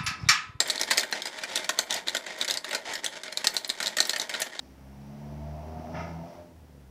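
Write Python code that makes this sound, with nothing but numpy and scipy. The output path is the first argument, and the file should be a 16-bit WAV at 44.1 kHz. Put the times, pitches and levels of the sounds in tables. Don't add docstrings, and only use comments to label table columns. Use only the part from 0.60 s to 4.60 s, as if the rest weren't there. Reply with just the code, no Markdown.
import sys
import numpy as np
from scipy import signal
from scipy.fft import irfft
from scipy.io import wavfile

SR = 44100
rng = np.random.default_rng(int(sys.argv[2]) if len(sys.argv) > 2 else 0)


def generate_wav(sig):
    pcm = np.round(np.clip(np.atleast_2d(sig).T, -1, 1) * 32767).astype(np.int16)
    wavfile.write(sys.argv[1], SR, pcm)


N = 176400
TAPS = 4096

# frequency in Hz, relative level in dB.
SCRAPE_COLOUR = [(40, -21.5), (120, -16), (220, -3), (440, -3), (630, 5.5), (1170, -4.5), (1880, 1.5),
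                 (2700, -2), (4100, -1.5), (7600, -9.5), (15000, -35)]
# frequency in Hz, relative level in dB.
TICK_COLOUR = [(500, -58), (4000, 4), (7900, 2), (8700, -5), (10500, -6), (12000, -11.5), (15500, -16)]


def amp(db):
    return 10 ** (np.asarray(db) / 20)


def unit(x):
    return x / np.sqrt(np.sum(x ** 2) + 1e-20)


def log_interp(points, hz):
    point_hz, value = np.transpose(points)
    return np.interp(np.log(hz + 1), np.log(point_hz + 1), value)


def add(mix, start_s, sound):
    part = mix[max(round(start_s * SR), 0):][:len(sound)]
    part += sound[:len(part)]


def wobble(length, step):
    knots = rng.standard_normal(length)
    return np.interp(np.arange(length) / max(step, 1), np.arange(length), knots)


def grains(length, per_s, spread_db):
    size = amp(spread_db * np.minimum(rng.exponential(1, length), 4)) * rng.choice([-1, 1], length)
    return size * (rng.random(length) < per_s / SR)


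def spot_response(colour, detune=1, ripple_db=0):
    ripple_hz = 200
    bend_delay_s, bend_ref_hz = 0.000462, 4100
    hz = np.fft.rfftfreq(TAPS, 1 / SR)
    ripple = wobble(len(hz), ripple_hz / hz[1]) * hz / (hz + 2 * ripple_hz)
    db = log_interp(colour, hz / detune) + ripple_db * ripple
    log_gain = np.log(amp(np.r_[db, db[-2:0:-1]]))
    log_min_phase = np.conj(signal.hilbert(log_gain))[:len(hz)]
    lag_rad = 4 * np.pi * bend_delay_s * np.sqrt(bend_ref_hz * hz)
    return irfft(np.exp(log_min_phase - 1j * lag_rad))[:TAPS // 2]


def strike(body, echo_db, t60_s, rise_s, chatter_db):
    t = np.arange(TAPS) / SR
    excite = lambda force: unit(signal.fftconvolve(force, body)[:TAPS])
    echoes = rng.standard_normal(TAPS) * amp(-60 * t / t60_s) * np.minimum(t / rise_s, 1)
    chatter_t60_s, chatter_rise_s = 0.066, 0.012
    chatter = grains(TAPS, per_s=700, spread_db=-2.1)
    chatter *= amp(-60 * t / chatter_t60_s) * np.minimum(t / chatter_rise_s, 1)
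    hit = unit(excite(signal.unit_impulse(TAPS)) + amp(echo_db) * excite(echoes))
    return (hit + amp(chatter_db) * excite(chatter)) * np.sqrt(0.0035 * SR)


def rub(colour, per_s, spread_db, spots=4):
    out = np.zeros(N)
    for _ in range(spots):
        tick = strike(spot_response(colour), echo_db=2, t60_s=0.016, rise_s=0.00078, chatter_db=-20)
        out += signal.fftconvolve(grains(N, per_s, spread_db), tick)[:N]
    return unit(out) * np.sqrt(N)


def gears():
    # time in seconds, level in dB.
    contour = [(0, -41.5), (.25, -43), (.72, -48.5), (0.979, -42), (1.27, -45), (1.85, -47), (2.45, -46),
               (2.602, -50.5), (2.8, -46.5), (3.151, -48), (3.5, -45), (3.8, -39.5), (3.89, -49)]
    uneven_db, uneven_s = 5, 0.022
    level_db = np.interp(np.arange(N) / SR, *np.transpose(contour))
    level_db += uneven_db * wobble(N, uneven_s * SR)
    return amp(level_db) * rub(SCRAPE_COLOUR, per_s=180, spread_db=2.5)


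def clacks():
    # start in seconds, level in dB, ring in Hz, tick level in dB.
    hits = [(0.0033, -14, 4250, -17.5), (0.0993, -20, 4100, -27), (0.1575, -31.5, 4150.0, -34),
            (0.1787, -27.5, 4070, -39), (0.2134, -20.5, 5570, -25), (0.233, -27.5, 4020, -29),
            (0.3734, -33, 4400, -21.5), (0.395, -27, 4300, -25.5), (0.6198, -28.5, 3700, -32),
            (0.9743, -23.5, 3620, -31), (1.189, -18.5, 4200, -18.5), (1.3071, -24.5, 3620, -25.5),
            (1.3251, -25, 3520, -27.5), (1.3413, -39, 4420, -25), (1.4833, -19, 3910, -31),
            (1.4943, -33, 3940, -35), (1.5676, -23, 3780.0, -27.5), (1.8125, -19.5, 3840, -28.5),
            (1.8242, -32, 3700, -34), (1.879, -28, 3900, -32), (1.8991, -23, 3700, -30),
            (1.9089, -21.5, 4070, -21.5), (1.9399, -31, 3780, -28), (1.9727, -23, 4600, -27),
            (2.4619, -23.5, 3440, -27.5), (2.773, -22, 4130, -27), (2.8702, -14, 4360, -16.5),
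            (2.9661, -20, 4100, -23.5), (2.9775, -32, 4260, -34), (3.0463, -28.5, 4170, -35),
            (3.0928, -27, 4170, -32), (3.1, -20.5, 4080, -27), (3.2601, -26, 3650, -29),
            (3.2698, -23, 4080, -28), (3.2784, -29, 4130, -28.5), (3.4034, -13.5, 4180, -17.5),
            (3.427, -27, 3970.0, -46), (3.4945, -19.5, 4060, -23), (3.5069, -31, 4460, -32),
            (3.5977, -24.5, 4050, -26), (3.6161, -31, 3900, -29), (3.9925, -25.5, 3840, -37)]
    # frequency in Hz, relative level in dB.
    colour = [(150, -28), (500, -19), (2700, -29), (3400, -10.5), (3800, -1.5), (4100, 3.5), (4500, -4.5),
              (5100, -10), (6000, -33.5), (7600, -15), (15000, -54)]
    colour_peak_hz = 4100
    out = np.zeros(N)
    for start_s, db, ring_hz, tick_db in hits:
        body = spot_response(colour, ring_hz / colour_peak_hz, ripple_db=2)
        crack = strike(body, echo_db=-6, t60_s=0.024, rise_s=0.0013, chatter_db=-16)
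        add(out, start_s, amp(db) * (crack + amp(-12) * hollow_thud()) + amp(tick_db) * sharp_tick())
    return out


def hollow_thud():
    # frequency in Hz, relative level in dB.
    colour = [(50, -34), (150, -15), (220, -6), (430, -8), (630, 3.5), (760, -4), (1170, -7.5), (1500, 4),
              (1900, 3), (3000, -3.5), (5000, -28.5), (15000, -46)]
    body = spot_response(colour, ripple_db=5)
    return strike(body, echo_db=7, t60_s=0.043, rise_s=0.001, chatter_db=-7.5)


def sharp_tick(detune=1):
    body = spot_response(TICK_COLOUR, detune, ripple_db=4.5)
    return strike(body, echo_db=6.5, t60_s=0.022, rise_s=0.00015, chatter_db=-9.5)


def touches():
    # start in seconds, level in dB.
    contacts = [(0.076, -34), (0.2135, -41), (0.5125, -42), (0.9015, -53), (1.787, -46), (2.09, -42.5),
                (2.942, -35.5), (3.077, -40), (3.471, -35), (3.583, -40), (3.8018, -29.5)]
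    out = np.zeros(N)
    for start_s, db in contacts:
        add(out, start_s, amp(db) * sharp_tick(detune=2.1))
    return out


def knocks():
    # start in seconds, then rap, body and tick levels in dB.
    hits = [(0.0838, -35, -35, -35), (0.1024, -24.5, -46, -23.5), (0.1963, -30, -35, -32),
            (0.3038, -32, -42, -34), (0.3091, -36, -20.5, -18.5), (0.3149, -31, -23.5, -20.5),
            (0.3322, -28.5, -33, -28.5), (0.3781, -19, -20.5, -16), (0.4069, -26, -39, -32),
            (0.4319, -33, -28, -34), (0.525, -24.5, -24, -29), (0.6549, -30, -32.5, -33),
            (0.67, -32, -37.5, -34), (0.786, -37, -36, -41.5), (0.8356, -31, -29, -32.5),
            (0.957, -25, -29.5, -20.5), (1.0437, -33.5, -33.5, -34.5), (1.0915, -25, -22, -21),
            (1.1899, -26, -25, -33), (1.3635, -31.5, -40, -33), (1.4728, -32, -35, -37),
            (1.5483, -30, -24, -26), (1.664, -38.5, -31.5, -37.5), (1.846, -41, -31.5, -30),
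            (1.8835, -32, -29.5, -27.5), (2.044, -30.5, -32.5, -35.5), (2.1091, -34, -30.5, -35),
            (2.1294, -44, -28, -30.5), (2.1479, -25.5, -27, -23.5), (2.336, -42, -34, -31),
            (2.3533, -31, -32.5, -31.5), (2.4431, -40, -31, -25), (2.634, -35.5, -36.5, -36.5),
            (2.6796, -38.5, -35.5, -46), (2.7246, -34, -37, -35), (2.8432, -32, -26, -24),
            (3.202, -31, -25.5, -30), (3.227, -27, -31, -28.5), (3.3683, -41, -26.5, -23),
            (3.3846, -24.5, -24.5, -27), (3.452, -34, -38.5, -28.5), (3.5327, -27.5, -29, -31.5),
            (3.5606, -27.5, -27.5, -29), (3.6938, -37, -31.5, -30.5), (3.739, -29.5, -26.5, -35),
            (3.7495, -31, -35, -41), (3.8175, -31, -28.5, -22)]
    # frequency in Hz, relative level in dB.
    rap_colour = [(300, -27), (2500, -29.5), (3200, 7.5), (4200, 16.5), (5400, 0.5), (6500, -42),
                  (15000, -31.5)]
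    out = np.zeros(N)
    for start_s, rap_db, body_db, tick_db in hits:
        rap_spot = spot_response(rap_colour, ripple_db=9)
        rap = strike(rap_spot, echo_db=-11.5, t60_s=0.029, rise_s=0.0023, chatter_db=-12)
        tick_spot = spot_response(TICK_COLOUR, ripple_db=5)
        tick = strike(tick_spot, echo_db=8.5, t60_s=0.036, rise_s=0.00065, chatter_db=-9)
        add(out, start_s, amp(rap_db) * rap + amp(body_db) * hollow_thud() + amp(tick_db) * tick)
    return out


def landings():
    # start in seconds, level in dB, plate note in Hz.
    drops = [(0.311, -19.5, 1046), (1.093, -21.5, 1054), (1.19, -26, 630), (1.549, -29.5, 664),
             (3.818, -25.5, 640)]
    t60_s, rise_s = 0.033, 0.0013
    out, t = np.zeros(N), np.arange(TAPS) / SR
    for start_s, db, hz in drops:
        envelope = amp(db - 60 * t / t60_s) * np.minimum(t / rise_s, 1)
        add(out, start_s, envelope * np.sin(2 * np.pi * hz * t))
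    return out


def rolling():
    # start in seconds, length in seconds, level in dB.
    rolls = [(0.348, 0.11, -41.5), (0.538, 0.079, -38), (0.803, 0.078, -42), (0.9, 0.13, -40),
             (1.291, 0.12, -36.5), (1.667, 0.094, -42.5), (1.873, 0.12, -42.5), (2.097, 0.12, -44),
             (2.246, 0.1, -39.5), (3.198, 0.13, -42), (3.53, 0.13, -45)]
    # frequency in Hz, relative level in dB.
    rumble_colour = [(350, -30), (640, 6.5), (1150, -15.5), (1850, 2), (5000, -10), (15000, -45)]
    rise_s, fall_s = 0.013, 0.036
    envelope, t = np.zeros(N), np.arange(N) / SR
    for start_s, length_s, db in rolls:
        ramps = np.minimum((t - start_s) / rise_s, (start_s + length_s - t) / fall_s)
        envelope += amp(db) * np.clip(ramps, 0, 1)
    scrape = rub(SCRAPE_COLOUR, per_s=160, spread_db=2)
    rumble = rub(rumble_colour, per_s=200, spread_db=1.5)
    return envelope * (scrape + amp(-3.5) * rumble)


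def frame_ring(contacts):
    # frequency in Hz, gain in dB re the direct sound, T60 in seconds.
    modes = [(372.7, -1, 0.15), (629, -5.5, 0.11), (886, -2.5, 0.046), (1432, -14, 0.071), (1850, 1, 0.033),
             (2110, 2, 0.35)]
    t = np.arange(2 * TAPS) / SR
    response = np.zeros(len(t))
    for hz, db, t60_s in modes:
        decay = amp(-60 * t / t60_s)
        response += amp(db) * 2 * decay / decay.sum() * np.cos(2 * np.pi * hz * t)
    return signal.fftconvolve(contacts, response)[:N]


def room(source, tails=3):
    band_hz, t60_s = (200, 2000, 6000, 15000), (0.79, 0.2, 0.14, 0.27)
    rise_s, crossfade_hz = 0.027, 1.131
    out = np.zeros(N)
    crossfade_rad = 2 * np.pi * crossfade_hz * np.arange(N) / SR
    for k in range(tails):
        hz, t, noise = signal.stft(rng.standard_normal(SR // 2), SR, nperseg=256)
        decay = amp(-60 * t / log_interp(np.c_[band_hz, t60_s], hz)[:, None])
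        tail = signal.istft(noise * decay * np.minimum(t / rise_s, 1), SR, nperseg=256)[1]
        weight = np.cos(crossfade_rad + np.pi * k / tails)
        out += signal.fftconvolve(source * weight, unit(tail))[:N]
    return out * np.sqrt(2 / tails)


def scene():
    contacts = clacks() + knocks() + touches() + landings() + rolling() + gears()
    toy = contacts + frame_ring(contacts)
    return (toy + amp(-13) * room(toy))[None]


def record(dry):
    cutoff_hz = 15450
    lowpass = signal.firwin(255, cutoff_hz, window=("kaiser", 9), fs=SR)
    return signal.oaconvolve(dry, lowpass[None], "same")


dry = scene()
out = record(dry)
generate_wav(out)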